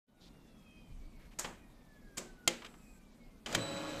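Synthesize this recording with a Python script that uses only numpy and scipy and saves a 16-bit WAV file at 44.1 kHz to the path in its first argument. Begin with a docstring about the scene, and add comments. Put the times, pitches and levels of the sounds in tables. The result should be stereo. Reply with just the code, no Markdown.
"""An opened photocopier, heard close to its drive board in a small room.
Two rotors slow down with faint, paired falling whistles; a stepper and a motor driver hiss softly.
Relays, clutches and gears clunk and set the steel frame ringing. Near the end the main motor
starts, takes up its gears and runs with a steady whir and a thin squeal.
Under it all the room rumbles and hisses, and a hand nudges the microphone once."""
import sys
import numpy as np
from scipy import signal
from scipy.fft import rfft, irfft
from scipy.io import wavfile

SR = 44100
rng = np.random.default_rng(int(sys.argv[2]) if len(sys.argv) > 2 else 0)


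def dump_mix(stems):
    """Bounce the given channels to the path in sys.argv[1] as a 16-bit WAV at rate SR."""
    frames = np.atleast_2d(stems).T  # one column per channel
    limited = np.clip(frames, -1, 1)  # hard clip at full scale
    pcm = np.round(limited * 32767).astype(np.int16)
    wavfile.write(sys.argv[1], SR, pcm)


N = 176400
TIME = np.arange(N) / SR
MOTOR_START_S = 3.465

# Blows of relays, clutches and gears. Each row: start in seconds, five levels in dB (at 110, 330,
# 1000, 3000 and 7500 Hz), rise time in seconds, seconds for the crack to fade 60 dB, tail level in dB.
BLOWS = [(1.3876, -52, -52, -38, -46.5, -33, 0.0017, 0.034, -2.5),
         (1.3933, -54, -43.5, -52, -53, -27, 0.0011, 0.028, -14),
         (1.4447, -27.5, -40, -32, -39.5, -51, 0.0022, 0.057, -10.5),
         (2.171, -55, -47, -41.5, -49, -36.5, 0.0043, 0.05, -6),
         (2.1787, -37, -35, -41.5, -44, -36, 0.0016, 0.051, -10),
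         (2.476, -31.5, -22.5, -25, -19, -19, 0.00066, 0.024, -19.5),
         (2.619, -58, -60, -35.5, -48.5, -66, 0.0027, 0.039, -15.5),
         (2.646, -58, -49.5, -45, -46.5, -56.5, 0.0019, 0.053, -15),
         (2.662, -60, -56, -58, -45.5, -55.5, .002, 0.032, -26),
         (2.74, -64, -68, -49, -61, -74, .002, 0.032, -14),
         (3.4605, -51, -44.5, -41.5, -36.5, -47.5, .001, 0.041, -16),
         (3.470, -54, -43.5, -35.5, -45, -49, 0.0019, 0.035, -19),
         (3.5263, -48, -33, -38, -39, -37.5, .001, 0.021, -23),
         (3.546, -38, -54, -40, -37, -33, 0.0018, 0.035, -26),
         (3.549, -24, -27.5, -24, -22.5, -27.5, 0.00038, 0.025, -22)]
# How alike left and right sound. Each row: frequency in Hz, likeness (0 unrelated, 1 the same).
LIKENESS = [(40, 0.48), (150, 0.9), (400, 0.72), (900, 0.43), (1800, 0.0029), (4000, 0.021), (14000, 0)]
# Which side is louder. Each row: frequency in Hz, left minus right in dB.
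BALANCE = [(100, 1.5), (400, -1.5), (700, 4), (1200, -0.5), (2200, -2.5), (3500, 0), (5000, -1), (6500, 6),
           (8200, 4), (12000, 0.5)]


def from_db(db):
    """Turn decibels into a gain."""
    return 10 ** (np.asarray(db) / 20)


def rms_one(x):
    """Scale a signal to an average power of 1."""
    return x / np.sqrt(np.mean(x ** 2) + 1e-20)


def in_time(rows):
    """Join rows of (seconds, value) into a curve with a value at every sample."""
    return np.interp(TIME, *np.transpose(rows))


def at_hz(points, hz):
    """Read between rows of (Hz, value), with octaves evenly spaced."""
    freqs, values = np.transpose(points)
    return np.interp(np.log(hz), np.log(freqs), values)


def pan(db):
    """Left and right gains, db apart, with the same total power for any db."""
    return rms_one(from_db([[db / 2], [-db / 2]]))


def drift(rate_hz):
    """A smooth random wander of typical size 1; a higher rate wanders faster."""
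    step, warm_up = 40, 2000
    pole = np.exp(-2 * np.pi * rate_hz * step / SR)
    noise = rng.standard_normal(N // step + warm_up + 2)
    slow = signal.lfilter([1], [1, -2 * pole, pole * pole], noise)[warm_up:]
    return np.interp(np.arange(N) / step, np.arange(len(slow)), rms_one(slow))


def tone(hz, shift=0):
    """A sine wave that follows a pitch curve, shifted by an angle in radians."""
    return np.sqrt(2) * np.sin(2 * np.pi * (np.cumsum(hz) / SR + rng.random()) + shift)


def phase_gap(hz):
    """How far out of step left and right are, in radians: the less alike, the further."""
    return np.arccos(at_hz(LIKENESS, hz))


def spread_tone(hz, centre_hz):
    """A tone that reaches left and right out of step."""
    return tone(hz, phase_gap(centre_hz) * np.array([[.5], [-.5]]))


def ring(clicks, hz, t60):
    """Each click starts a sine wave that fades by 60 dB in t60 seconds."""
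    decay = np.exp(-np.log(1000) / (t60 * SR))
    angle = 2 * np.pi * hz / SR
    return signal.lfilter([0, np.sin(angle)], [1, -2 * decay * np.cos(angle), decay ** 2], clicks + 1e-18)


def noise_bands():
    """Stereo noise in bands a third of an octave wide, each given with its centre in Hz."""
    edges = 20 * 2 ** (np.arange(30) / 3)
    white = rng.standard_normal((2, 2, N))
    for k, (low, high) in enumerate(zip(edges, edges[1:])):
        band_pass = signal.butter(2, [low, high], "band", fs=SR, output="sos")
        mid, side = signal.sosfilt(band_pass, white[k % 2])
        hz = np.sqrt(low * high)
        alike = at_hz(LIKENESS, hz)
        stereo = np.sqrt(1 + alike) * mid + np.sqrt(1 - alike) * side * [[1], [-1]]
        yield hz, pan(at_hz(BALANCE, hz)) * stereo


def coloured(spectrum, flicker_db):
    """Stereo noise shaped by a spectrum, each band flickering on its own."""
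    return rms_one(sum(band * from_db(at_hz(spectrum, hz) + flicker_db * drift(14.4))
                       for hz, band in noise_bands()))


def room():
    """The quiet rumble and hiss of the room."""
    # Each row: frequency in Hz, relative level in dB.
    spectrum = [(15, -15), (25, 4.5), (60, -7.5), (82, -15.5), (244, -6), (318, -17), (802, -22.5),
                (892, -24.5), (1050, -25), (1470, -30), (1730, -27.5), (1970, -36), (2570, -23),
                (2940, -36), (3440, -33), (3930, -33.5), (14000, -42)]
    return from_db(-59) * coloured(spectrum, flicker_db=2)


def coasting_rotors():
    """Two rotors of nearly equal speed slow down; their paired whistles swell at housing resonances."""
    # The slowing down that both share. Each row: time in seconds, speed in Hz.
    speed_curve = [(.08, 746), (.35, 691), (.8, 609), (1.25, 534), (1.65, 471), (2.05, 415), (2.36, 372),
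                   (2.87, 314), (3.25, 271), (4.0, 195)]
    # Each row: multiple of the speed, relative level in dB, change in dB per second.
    whistles = [(2, -13, 4), (4, -7, 2.5), (4.1, 4.5, -8), (5.11, 4.5, -7.5), (5.21, 3, -6.5),
                (8, -9.5, 2.5), (8.1, -1, -2.5)]
    # The housing's resonances. Each row: frequency in Hz, boost in dB.
    housing = [(900, -16.5), (1250, -8), (1370, -3), (1480, 7), (1660, 5.5), (1770, 1.5), (1880, -2),
               (2000, -13.5), (2170, 0), (2350, -5), (2440, -1), (2530, 5), (2620, -6.5), (2850, -14),
               (3000, -12), (3130, -3.5), (3400, -9), (3800, -9.5), (4300, -11), (4900, -7.5), (5400, -15),
               (6000, -28)]
    base_db, flutter_db = -75.5, 4.5
    speed, out = in_time(speed_curve), 0
    for multiple, db, slope in whistles:
        hz = multiple * speed
        whistle = spread_tone(hz, hz.mean())
        level_db = base_db + db + slope * TIME + at_hz(housing, hz) + flutter_db * drift(11)
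        out += whistle * from_db(level_db)
    return out


def soft_hisses():
    """A short stepper motor whir, a faint rustle and a high hiss from the motor driver."""
    # Each row: start and end in seconds, level in dB, centre in Hz, width in octaves.
    hisses = [(0.202, 0.294, -63.5, 3930, 0.4), (1.188, 1.28, -67.5, 1740, 0.91),
              (1.307, 1.348, -64.5, 2140, 0.88), (2.518, 2.995, -73.5, 7700, 0.058),
              (2.52, 2.995, -73.5, 8970, 1.7)]
    edge_s = 0.01
    hz, out = np.maximum(np.fft.rfftfreq(N, 1 / SR), 1), 0
    for start, end, db, centre, octaves in hisses:
        peak = 1 / (1 + (np.log2(hz / centre) / octaves) ** 2)
        hiss = rms_one(irfft(rfft(rng.standard_normal((2, N))) * peak, N))
        gate = np.clip(np.minimum(TIME - start, end - TIME) / edge_s, 0, 1)
        out += from_db(db) * gate * hiss * pan(at_hz(BALANCE, centre))
    return out


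def hand_on_microphone():
    """The hand holding the microphone makes a short rumble and one low bump."""
    # The rumble's swell. Each row: time in seconds, level in dB.
    swell = [(.87, -75), (.895, -45), (.97, -49.5), (1.02, -52), (1.13, -56.5), (1.3, -59.5), (1.5, -58),
             (1.7, -75)]
    # Its tone colour. Each row: frequency in Hz, relative level in dB.
    spectrum = [(22, 7), (30, 2.5), (50, -14.5), (90, -15.5), (200, -24), (500, -50), (2000, -71.5)]
    rumble = from_db(in_time(swell)) * coloured(spectrum, flicker_db=5)
    nudge = np.arange(N) == SR  # one second in
    return rumble + from_db(-43) * ring(nudge, hz=26.4, t60=0.4)


def blow_db(hz):
    """The strength of every blow at one frequency, in dB."""
    column_hz = (110, 330, 1000, 3000, 7500)
    return np.array([np.interp(np.log(hz), np.log(column_hz), row[1:6]) for row in BLOWS])


def clunks():
    """Each blow is a short crack of noise, then a longer tail from the cabinet and room."""
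    # Tone colour of the whole clunk, its crack and its tail. Each row: frequency in Hz, boost in dB.
    colour = [(30, -49), (60, -30), (100, -15.5), (170, -5), (250, -1), (340, 0), (500, -2.5), (800, -4.5),
              (1500, 0), (2200, 3.5), (4000, 2), (5000, 0), (6500, 0), (8200, 4), (9600, -16.5),
              (14000, -14.5)]
    crack_boost = [(100, -10), (300, 12), (800, 7.5), (3000, 2.5)]
    tail_boost = [(100, 0.5), (300, 5.5), (600, 7), (1200, 2.5), (3000, -4.5), (7000, -7.5), (14000, -11)]
    # The tail's length. Each row: frequency in Hz, seconds to fade 60 dB.
    tail_t60 = [(100, .6), (300, 0.5), (1000, 0.38), (3000, 0.41), (7000, .33), (14000, 0.4)]
    build_cycles = 1.5  # so low notes take longer to build up
    start, *_, attack, crack_t60, tail_db = np.transpose(BLOWS)[:, :, None]
    coarse_time = TIME[::16]
    age, out = np.maximum(coarse_time - start, 0), 0
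    for hz, band in noise_bands():
        rise = 1 - np.exp(-age / (attack + build_cycles / hz))
        crack = from_db(at_hz(crack_boost, hz) - 60 * age / crack_t60)
        tail = from_db(tail_db + at_hz(tail_boost, hz) - 60 * age / at_hz(tail_t60, hz))
        power = (from_db(blow_db(hz))[:, None] * rise) ** 2 * (crack ** 2 + tail ** 2)
        loudness = np.interp(TIME, coarse_time, np.sqrt(power.sum(axis=0)))
        out += band * from_db(at_hz(colour, hz) + 6) * loudness
    return out


def steel_frame():
    """The same blows make the steel frame ring at its own notes."""
    # Each row: pitch in Hz, relative level in dB, seconds to fade 60 dB.
    notes = [(174.6, -19, 0.38), (236, -19, 0.56), (343, -13.5, .24), (437, -21.5, .2), (523, -17, 0.22),
             (697, -22, 0.15), (836, -21, 0.18), (1160, -18, 0.071), (1810, -13, .04), (2092, -10, 0.057),
             (2320, -17.5, 0.089), (3160, -1.5, 0.038), (4740, -7, 0.027), (6100, -15, 0.051),
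             (6670, -13, .05), (6960, -13, .05), (10320, -27, .08)]
    hits, out = (np.array(BLOWS)[:, 0] * SR).astype(int), 0
    for hz, db, t60 in notes:
        strength = from_db(db + blow_db(hz) + rng.normal(0, 2.2, len(hits)))
        right_delay = int(phase_gap(hz) / (2 * np.pi * hz) * SR)
        clicks = np.zeros((2, N))
        clicks[0, hits] = clicks[1, hits + right_delay] = strength
        out += pan(at_hz(BALANCE, hz)) * ring(clicks, hz, t60)
    return out


def motor():
    """The motor spins up and holds its speed: it hums, its gears sing and their meshing teeth whir."""
    # Each row: multiple of the motor's pitch, level in dB, left minus right in dB.
    hum_tones = [(2.018, -58, -2), (3.974, -49.5, 0.5), (6.01, -59, 10), (7, -70, 13), (7.96, -61.5, 2),
                 (8.92, -70, -1), (10, -61.5, -10), (10.8, -70, 0), (12, -61.5, 16), (13.8, -65, 4),
                 (15.3, -67, -11), (18, -64, -8), (22.04, -59.5, -5), (29.4, -62.5, -4)]
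    # Gears and mounts. Each row: pitch at full speed in Hz, level in dB, left minus right in dB.
    gear_tones = [(106.8, -62, 5), (156, -61, 0), (234.6, -62.5, -2), (308, -53, 1), (385, -74, 12),
                  (538, -66, -3), (673, -57, 26), (1356, -65, 8)]
    # Each row: frequency in Hz, relative level in dB.
    whir_spectrum = [(30, -36), (80, -18), (125, -8), (170, -5), (250, -6), (330, -5), (440, -9.5),
                     (560, -3.5), (800, -12), (1150, -9.5), (1400, -11.5), (1750, -15.5), (2200, -12.5),
                     (2900, -15.5), (3600, -16.5), (4200, -17.5), (5200, -20.5), (6200, -23), (7700, -21),
                     (8500, -36), (9600, -52), (11500, -32), (14000, -41)]
    # Each row: time in seconds, level in dB.
    whir_level = [(3.46, -74), (3.485, -46.5), (3.53, -41.5), (3.58, -42.5), (3.64, -45.5), (3.8, -46),
                  (4.0, -46)]
    motor_hz, spin_up_s, full_load_s = 140.15, .022, 3.56
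    motor_wobble, gear_wobble, tooth_depth = 0.0013, 0.0044, 0.165
    age = np.maximum(TIME - MOTOR_START_S, 0)
    speed = 1 - np.exp(-age / spin_up_s)
    load = np.minimum(age / (full_load_s - MOTOR_START_S), 1) ** 2
    pitch = motor_hz * speed * (1 + motor_wobble * drift(14))
    hum = gears = 0
    for multiple, db, side in hum_tones:
        gain = pan(side) * from_db(db + drift(12))  # flutters by about 1 dB
        hum += gain * spread_tone(multiple * pitch, multiple * motor_hz)
    for hz, db, side in gear_tones:
        gain = pan(side) * from_db(db + drift(14))
        gears += gain * spread_tone(hz * speed * (1 + gear_wobble * drift(17)), hz)
    whir = coloured(whir_spectrum, flicker_db=0.94) * from_db(in_time(whir_level)) * (age > 0)
    tooth_pulse = 1 + tooth_depth * tone(pitch)
    return load * (hum + gears) + whir * tooth_pulse


def mount_shudder():
    """The motor's mount shudders once as the load comes on."""
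    # Each row: pitch in Hz, level in dB, seconds to fade 60 dB.
    notes = [(115.3, -41, 0.37), (173.3, -44, 0.36), (238.7, -42, 0.29), (307, -37.5, 0.28),
             (432, -48.5, 0.18)]
    jolt = np.arange(N) == int(3.565 * SR)
    return sum(from_db(db) * ring(jolt, hz, t60) for hz, db, t60 in notes)


def squeal():
    """The loaded drive gives a thin rasping whine, with a softer octave above it on the left."""
    # Each row: time in seconds, pitch in Hz.
    pitch_curve = [(3.57, 3955), (3.63, 3946), (3.8, 3946), (4.0, 3895)]
    # Each row: time in seconds, level in dB.
    level_curve = [(3.55, -80), (3.59, -48.5), (3.645, -45.5), (3.7, -50), (3.77, -52), (3.83, -58),
                   (3.9, -51), (3.94, -59), (4.0, -61)]
    jitter, rasp = .008, 0.32
    hz = in_time(pitch_curve) * (1 + jitter * drift(139))
    whine = spread_tone(hz, hz.mean())
    octave = from_db(-6.5) * pan(14) * tone(2 * hz)
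    loudness = from_db(in_time(level_curve)) * (1 + rasp * drift(55))
    return (whine + octave) * loudness * (TIME > MOTOR_START_S)


def scene():
    """The whole machine in its room."""
    machine = clunks() + steel_frame() + coasting_rotors() + motor() + mount_shudder() + squeal()
    return machine + soft_hisses() + hand_on_microphone() + room()


def record(dry):
    """Fade the sound in and cut the treble above 14400 Hz."""
    # Each row: time in seconds, gain in dB.
    fade_in = [(.06, -49), (.085, -8), (.17, -5), (.22, 1.5)]
    low_pass = signal.ellip(12, .2, 80, 14400, fs=SR, output="sos")
    return signal.sosfilt(low_pass, dry * from_db(in_time(fade_in)))


dry = scene()
out = record(dry)
dump_mix(out)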